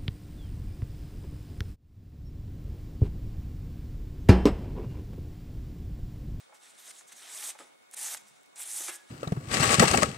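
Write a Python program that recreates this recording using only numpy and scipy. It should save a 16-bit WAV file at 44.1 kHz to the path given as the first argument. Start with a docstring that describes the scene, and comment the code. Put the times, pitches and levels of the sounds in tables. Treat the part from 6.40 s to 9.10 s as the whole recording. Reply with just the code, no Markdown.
"""Room tone and the faint whine of a camera's drive run throughout. From the start a satin ribbon is drawn
by hand through crocheted yarn: shaped noise, made grainy by fibres that catch and slip. Knuckles and hook
tap the wooden table as damped tones with a thud. Ticks, ribbon snaps, yarn pops, a brief scrape near 0.56 s
and a soft low puff near 1.2 s are coloured noise puffs. Near 1.9 s a soft low tone swells in a rumble, and
near the end a glass bowl rings once as damped tones. The room answers hands and table with a noise tail."""
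import sys
import numpy as np
from scipy import signal
from scipy.fft import rfft, irfft, next_fast_len
from scipy.io import wavfile
from scipy.ndimage import uniform_filter1d, map_coordinates

SR = 44100
rng = np.random.default_rng(int(sys.argv[2]) if len(sys.argv) > 2 else 0)


def gain_from_decibels(decibels):
    """Convert decibel values to linear amplitude factors."""
    exponent = np.asarray(decibels, float) / 20
    return 10 ** exponent


def unload_wav(signal):
    """Save mono or channel-first audio to the path in sys.argv[1] as 16-bit WAV at rate SR, clipped to [-1, 1]."""
    wavfile.write(
        sys.argv[1],
        SR,
        np.round(np.clip(np.atleast_2d(signal).T, -1, 1) * 32767).astype(np.int16),
    )


N = 119070  # length in samples, 2.7 s


def unit(x):
    """Scales a signal to an rms of 1."""
    return x / np.sqrt(np.mean(x ** 2) + 1e-20)


def along(points, hz):
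    """Reads a curve of (hz, value) points on a logarithmic frequency axis."""
    point_hz, value = np.transpose(points)
    return np.interp(np.log(hz + 1), np.log(point_hz + 1), value)


def wobble(rate):
    """A smooth random curve through `rate` random points a second."""
    knots = rng.standard_normal(int(N * rate / SR) + 4)
    return map_coordinates(knots, [np.arange(N) * rate / SR])


def filtered(x, response):
    """Filters x by a (possibly complex) gain for each frequency."""
    size = next_fast_len(N + SR // 2)
    gain = response(np.fft.rfftfreq(size, 1 / SR))
    return irfft(rfft(x, size) * gain, size)[..., :N]


def peak(f, hz, wide_hz):
    """Response of a resonance at hz, about wide_hz wide, that rings only after it is struck."""
    return 1j * f * wide_hz / (hz * hz - f * f + 1j * f * wide_hz)


def rush(spectrum, side_db, patchy_db, grain=1):
    """Coloured stereo noise, mid rms 1, with random loud and soft patches in time and pitch."""
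    z = signal.stft(rng.standard_normal((2, N)), nperseg=256)[2]
    patches = uniform_filter1d(rng.standard_normal(z.shape[1:]), 4, 0)  # smooth over frequency
    patches = uniform_filter1d(patches, 8, 1)  # smooth over time
    patchy = signal.istft(z * gain_from_decibels(patchy_db * unit(patches)), nperseg=256)[1][:, :N]

    def colour(hz):
        return gain_from_decibels(along(spectrum, hz)) * [hz ** 0, gain_from_decibels(along(side_db, hz))]

    mid, side = filtered(grain * patchy, colour)
    return np.array([mid + side, mid - side]) / np.sqrt(np.mean(mid ** 2))


# Colour of the quiet room: hz, level_db (per Hz, relative)
ROOM_COLOUR = [(25, -36), (120, -15.5), (212, -9), (560, -5.5), (1260, -4.5), (1900, -9.5), (2160, -8),
               (2800, -12), (3500, -13), (4600, -16), (7500, -15), (11000, -20.5), (15000, -34),
               (16000, -32)]
# Stereo width of room tone and rumble: hz, side_over_mid_db
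ROOM_WIDTH = [(60, -18), (110, 9), (200, 9), (380, 10.5), (700, 9), (1290, 5), (2380, 4.5), (4400, 3.5),
              (8120, -2), (15000, 3)]


def room_tone():
    """The steady hush of the room, as wide coloured noise."""
    return gain_from_decibels(-67.5) * rush(ROOM_COLOUR, ROOM_WIDTH, patchy_db=1.9)


# Tones of the camera's drive: pitch_hz, level_db (before a 6 dB lift)
DRIVE_TONES = [(727, -85.5), (1459, -82.5), (2186, -78.5), (3644, -84), (15622, -93)]


def drive_whine():
    """The drive's thin tones, each slightly unsteady in level and phase."""
    t = np.arange(N) / SR
    whine = 0
    for hz, db in DRIVE_TONES:
        level = gain_from_decibels(db + 6.0 + 0.66 * wobble(12.9))
        turns = hz * t + rng.random() + 0.016 * wobble(19)
        whine = whine + level * np.sin(2 * np.pi * turns)
    return whine


def slips():
    """Fibres catching: tension builds and lets go at once, in uneven sizes, over a steady share."""
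    slips_per_s, build_s, spread_db, share = 1400, 0.00058, 6.5, 0.26
    sizes = gain_from_decibels(spread_db * np.clip(rng.standard_normal(N), -2, 2))
    hits = (rng.random(N) < slips_per_s / SR) * sizes
    decays = unit(signal.lfilter([1], [1, -np.exp(-1 / (build_s * SR))], hits))
    return 1 - share + share * decays[::-1]  # played backwards, each decay becomes a build-up


# Sliding of ribbon and fingers: time_s, fizz_db, body_over_fizz_db, air_over_fizz_db
SLIDING = [(0.0, -63, 2.5, -12), (0.08, -74.5, 0.5, -27), (0.13, -79, -16, -10), (0.15, -60.5, 1.5, -14),
           (0.19, -73.5, -5, -8), (0.23, -58.5, -2, -20), (0.310, -59, -2.5, -16), (0.330, -66.5, -1, -22),
           (0.37, -62, -2, -25), (0.4, -55, -3, -5), (0.44, -57.5, -2, -8), (0.514, -47, -7, -16),
           (0.520, -63, 2.5, -11), (0.588, -53.5, -9, -17), (0.66, -69, -0.5, -16), (0.68, -56, -10.5, -14),
           (0.710, -61.5, 1, -20), (0.726, -47.5, -8.5, -12), (0.742, -63.5, -2.5, -17),
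           (0.775, -53.5, -4.5, -12), (0.86, -54, 0.5, -13), (0.94, -43.5, -8.5, -14),
           (1.0, -43.5, -6, -7.5), (1.102, -39, -9.5, -9.5), (1.13, -60, -1, -25), (1.18, -70.5, 1.5, -10),
           (1.19, -53, -4, -34), (1.34, -79.5, 2.5, -8), (1.510, -78.5, -2, -10), (1.520, -65.5, -3, -12),
           (1.546, -41, -14, -17), (1.552, -72, 8, -17), (1.569, -43, -8.5, -10), (1.65, -37, -10.5, -12),
           (1.731, -41, -7, -3.5), (1.741, -34, -8.5, -13), (1.764, -56.5, -1.5, 3),
           (1.773, -44, -3.5, -22), (1.788, -60.5, -7, -9), (1.855, -68.5, -1.5, -20),
           (1.885, -60, -6, -10), (1.930, -72, 1.5, -17), (1.965, -66, -3, -14), (1.995, -71.5, -2, -21),
           (2.154, -78, -5, -18), (2.159, -49.5, -11, -20), (2.171, -53, -6, -24), (2.208, -39, -12.5, -11),
           (2.236, -41, -12, -18), (2.247, -47, -6, -23), (2.3, -39, -13, -21), (2.39, -36, -14, -9),
           (2.41, -38, -10.5, -13), (2.47, -37, -10.5, -15), (2.502, -40, -7, -14), (2.510, -49, -3, -8),
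           (2.56, -44.5, -11, -11), (2.58, -64, 2, -13), (2.66, -69, -2.5, -15), (2.7, -64.5, 2, -19)]
# Colour of the fine fizz before its tilt: hz, level_db (per Hz, relative)
FIZZ_COLOUR = [(2710, -48), (4600, -14), (5720, -4.5), (6260, -2), (7970, 4), (9510, 2.5), (10300, -1.5),
               (11300, -9.5), (14700, -21.5), (22000, -120)]
# Colour of the duller body of the rustle: hz, level_db (per Hz, relative)
BODY_COLOUR = [(150, -68), (250, -14.5), (531, -11), (809, -1.5), (974, -7), (1950, -1.5), (2930, -4),
               (3610, 0.5), (4800, -7), (6240, -7), (10600, -120)]
# Colour of the top air: hz, level_db (per Hz, relative)
AIR_COLOUR = [(6470, -25), (11000, 10), (13600, 7), (15000, -3), (16000, -29)]
# Stereo width of the sliding: hz, side_over_mid_db
SLIDING_WIDTH = [(110, -1), (200, -5), (380, -1), (700, -11), (1290, -16), (2380, -80), (4400, -66),
                 (8120, -7.5), (15000, -9)]
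# Pitch that steers the fizz between dull and sharp: time_s, pitch_hz
FIZZ_PITCH = [(0.0, 7560), (0.31, 7970), (0.58, 7630), (1.55, 8300), (1.74, 7530), (2.15, 7500),
              (2.2, 8900), (2.66, 7560), (2.7, 8200)]


def ribbon():
    """Sliding drives grainy fizz, body and air; the fizz fades between a dull and a sharp colour."""
    dull_hz, sharp_hz, tilt_db_per_octave = 7340, 9060, 8.5
    time_s, fizz_db, body_db, air_db = np.transpose(SLIDING)
    t = np.arange(N) / SR
    fine_grain = slips()
    flutter = gain_from_decibels(0.66 * wobble(60))

    def tilted_fizz(slope):
        colour = [(hz, db + slope * np.log2(hz)) for hz, db in FIZZ_COLOUR]
        return rush(colour, SLIDING_WIDTH, 2.0, fine_grain)

    dull, sharp = tilted_fizz(-tilt_db_per_octave), tilted_fizz(tilt_db_per_octave)
    pitch_hz = np.interp(t, *np.transpose(FIZZ_PITCH))
    fade = np.pi / 2 * np.clip((pitch_hz - dull_hz) / (sharp_hz - dull_hz), 0, 1)
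    fizz = np.cos(fade) * dull + np.sin(fade) * sharp
    body = gain_from_decibels(np.interp(t, time_s, body_db)) * rush(BODY_COLOUR, SLIDING_WIDTH, 1.4, slips())
    air = gain_from_decibels(np.interp(t, time_s, air_db)) * rush(AIR_COLOUR, SLIDING_WIDTH, 1.0, fine_grain)
    return flutter * gain_from_decibels(np.interp(t, time_s, fizz_db)) * (fizz + body + air)


# How fast the room's answer dies: hz, t60_s (time to fall 60 dB)
ROOM_DECAY = [(300, 1), (2000, 0.41), (10000, 0.19)]


def walls(x):
    """The room's answer: a noise tail in which each frequency dies at its own speed."""
    hz, t, z = signal.stft(rng.standard_normal((2, SR // 2)), SR, nperseg=256)
    fall = gain_from_decibels(-60 * t / along(ROOM_DECAY, hz)[:, None])
    tail = signal.istft(z * fall, SR, nperseg=256)[1]
    late = np.pad(x, (200, 0))[None]  # the answer comes 200 samples later
    return signal.fftconvolve(late, tail / np.linalg.norm(tail[0]), axes=1)[:, :N]


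def puff(s, db, hz, wide_hz, t60):
    """A sharp release and a dying noise burst through a broad, steep resonance."""
    x, t = np.zeros(N + SR), np.arange(SR // 8) / SR
    burst = rng.standard_normal(len(t)) * gain_from_decibels(-60 * t / t60)
    burst = burst * (1 - np.exp(-t / 0.0017))  # soft onset
    release = 6 * (t == 0)  # a single-sample click
    x[round(s * SR):][:len(t)] = burst + release
    # the last factor thins out the lows
    x = filtered(x[:N], lambda f: peak(f, hz, wide_hz) ** 2 * (f / (f + 250)) ** 2)
    return gain_from_decibels(db) * x / np.abs(x).max()


def ring(s, modes):
    """A struck object: damped tones (pitch_hz, level_db, t60_s) that start softly at s."""
    t = np.clip(np.arange(N) / SR - s, 0, None)
    tones = sum(gain_from_decibels(db - 60 * t / t60) * np.sin(2 * np.pi * hz * t) for hz, db, t60 in modes)
    return tones * (1 - np.exp(-t / 0.0031))


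# Knuckles and hook on the table: start_s, level_db, favoured_pitch_hz
TABLE_TAPS = [(0.092, -50, 570), (0.124, -42, 790), (1.15, -43.5, 775), (1.198, -40.5, 630),
              (1.204, -38.5, 1280), (2.403, -42.5, 390), (2.407, -40, 1240), (2.483, -37.5, 920),
              (2.487, -37.5, 405)]
# Tones of the wooden table: pitch_hz, level_db (relative to the tap), t60_s
TABLE_TONES = [(364, -3, 0.07), (548, -4, 0.083), (848, -4, 0.075), (1260, -4, 0.065), (2050, -5, .05)]


def taps():
    """Each tap thuds and wakes most the table tones near its own pitch."""
    reach_octaves, thud_db = 0.4, -6
    total = 0
    for s, db, near_hz in TABLE_TAPS:
        modes = []
        for hz, level, t60 in TABLE_TONES:
            distance = np.log2(hz / near_hz) / reach_octaves
            modes.append((hz, db + level - 6 * distance ** 2, t60))
        thud = puff(s, db + thud_db, near_hz, 1.33 * near_hz, 0.082)
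        total = total + ring(s, modes) + thud
    return total


# Fine fibre and nail ticks: start_s, peak_db
FINE_TICKS = [(0.146, -47), (1.428, -52), (1.513, -36), (2.0112, -53), (2.033, -47), (2.061, -47)]


def ticks():
    """Fibres and nails tick: very short, bright noise puffs."""
    return sum(puff(s, db, hz=8200, wide_hz=7700, t60=0.0099) for s, db in FINE_TICKS)


# Ribbon snaps, yarn pops, a brief scrape near 0.56 s and a soft low puff near 1.2 s:
# start_s, peak_db, pitch_hz, t60_s
COLOURED_PUFFS = [(0.509, -40, 1840, 0.025), (0.561, -43, 3800, 0.059), (0.61, -44.5, 1250, 0.032),
                  (0.719, -45, 1680, 0.074), (1.026, -32.5, 2000, 0.035), (1.104, -34, 2050, .024),
                  (1.19, -37, 1430, 0.0076), (1.201, -48, 306, 0.23), (1.538, -41.5, 1210, 0.011),
                  (1.6845, -33.5, 1290, 0.0095), (1.742, -46, 1960, 0.016), (1.7475, -27.5, 1270, 0.015),
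                  (2.2, -38, 1410, 0.043), (2.4833, -29, 1430, 0.031), (2.491, -32.5, 1740, 0.14)]


def snaps_pops_scrape_and_puff():
    """Ribbon snaps, yarn pops, a brief scrape and a soft low puff: noise bursts, each with its own colour."""
    return sum(puff(s, db, hz, 1.29 * hz, t60) for s, db, hz, t60 in COLOURED_PUFFS)


# Colour of the low rumble: hz, level_db (per Hz, relative)
RUMBLE_COLOUR = [(40, -26), (70, -14), (130, 4), (230, -2), (400, -40)]


def low_swell():
    """A brief soft low tone, wavering in level, inside a longer swell of rumbling noise."""
    middle_s, tone_width_s, rumble_width_s = 1.855, 0.05, 0.22
    t = np.arange(N) / SR
    tone_swell = np.exp(-((t - middle_s) / tone_width_s) ** 2)
    tone = gain_from_decibels(-71 + 2.5 * wobble(39.3)) * tone_swell * np.sin(2 * np.pi * 210 * t)
    rumble_swell = np.exp(-((t - middle_s) / rumble_width_s) ** 2)
    rumble = gain_from_decibels(-82.5) * rumble_swell * rush(RUMBLE_COLOUR, ROOM_WIDTH, patchy_db=1.5)
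    return tone + rumble


# Tones of the glass bowl: pitch_hz, level_db, t60_s
BOWL_TONES = [(1669, -51, .6), (1684, -54, .6), (1693, -48, .28), (1976, -58, .25)]


def bowl():
    """The glass bowl rings once; close pairs of tones beat against each other."""
    return ring(2.484, BOWL_TONES)


def scene():
    """Hands and table close by, the room around them; the table feeds the room more than the ribbon."""
    hands = ribbon() + ticks() + snaps_pops_scrape_and_puff()
    knocks = taps()
    answer = gain_from_decibels(-14.5) * walls(hands.mean(0) + gain_from_decibels(2.5) * knocks)
    background = room_tone() + drive_whine() + low_swell()
    return hands + knocks + bowl() + answer + background


# Uneven microphones: hz, lean_db (left is lowered and right is raised by this)
MICROPHONE_LEAN = [(1000, 0.2), (8000, 0.24), (13000, 1)]


def microphones(dry):
    """Two slightly unequal microphones: the right one is louder, most of all in the treble."""
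    return filtered(dry, lambda hz: gain_from_decibels(along(MICROPHONE_LEAN, hz) * [[-1], [1]]))


def roll_off(x):
    """The treble ends steeply here."""
    return signal.sosfilt(signal.butter(12, 15850, fs=SR, output="sos"), x)


def record(dry):
    """Picks up the scene with the two microphones and returns the finished sound."""
    heard = microphones(dry)
    return roll_off(heard)


dry = scene()
out = record(dry)
unload_wav(out)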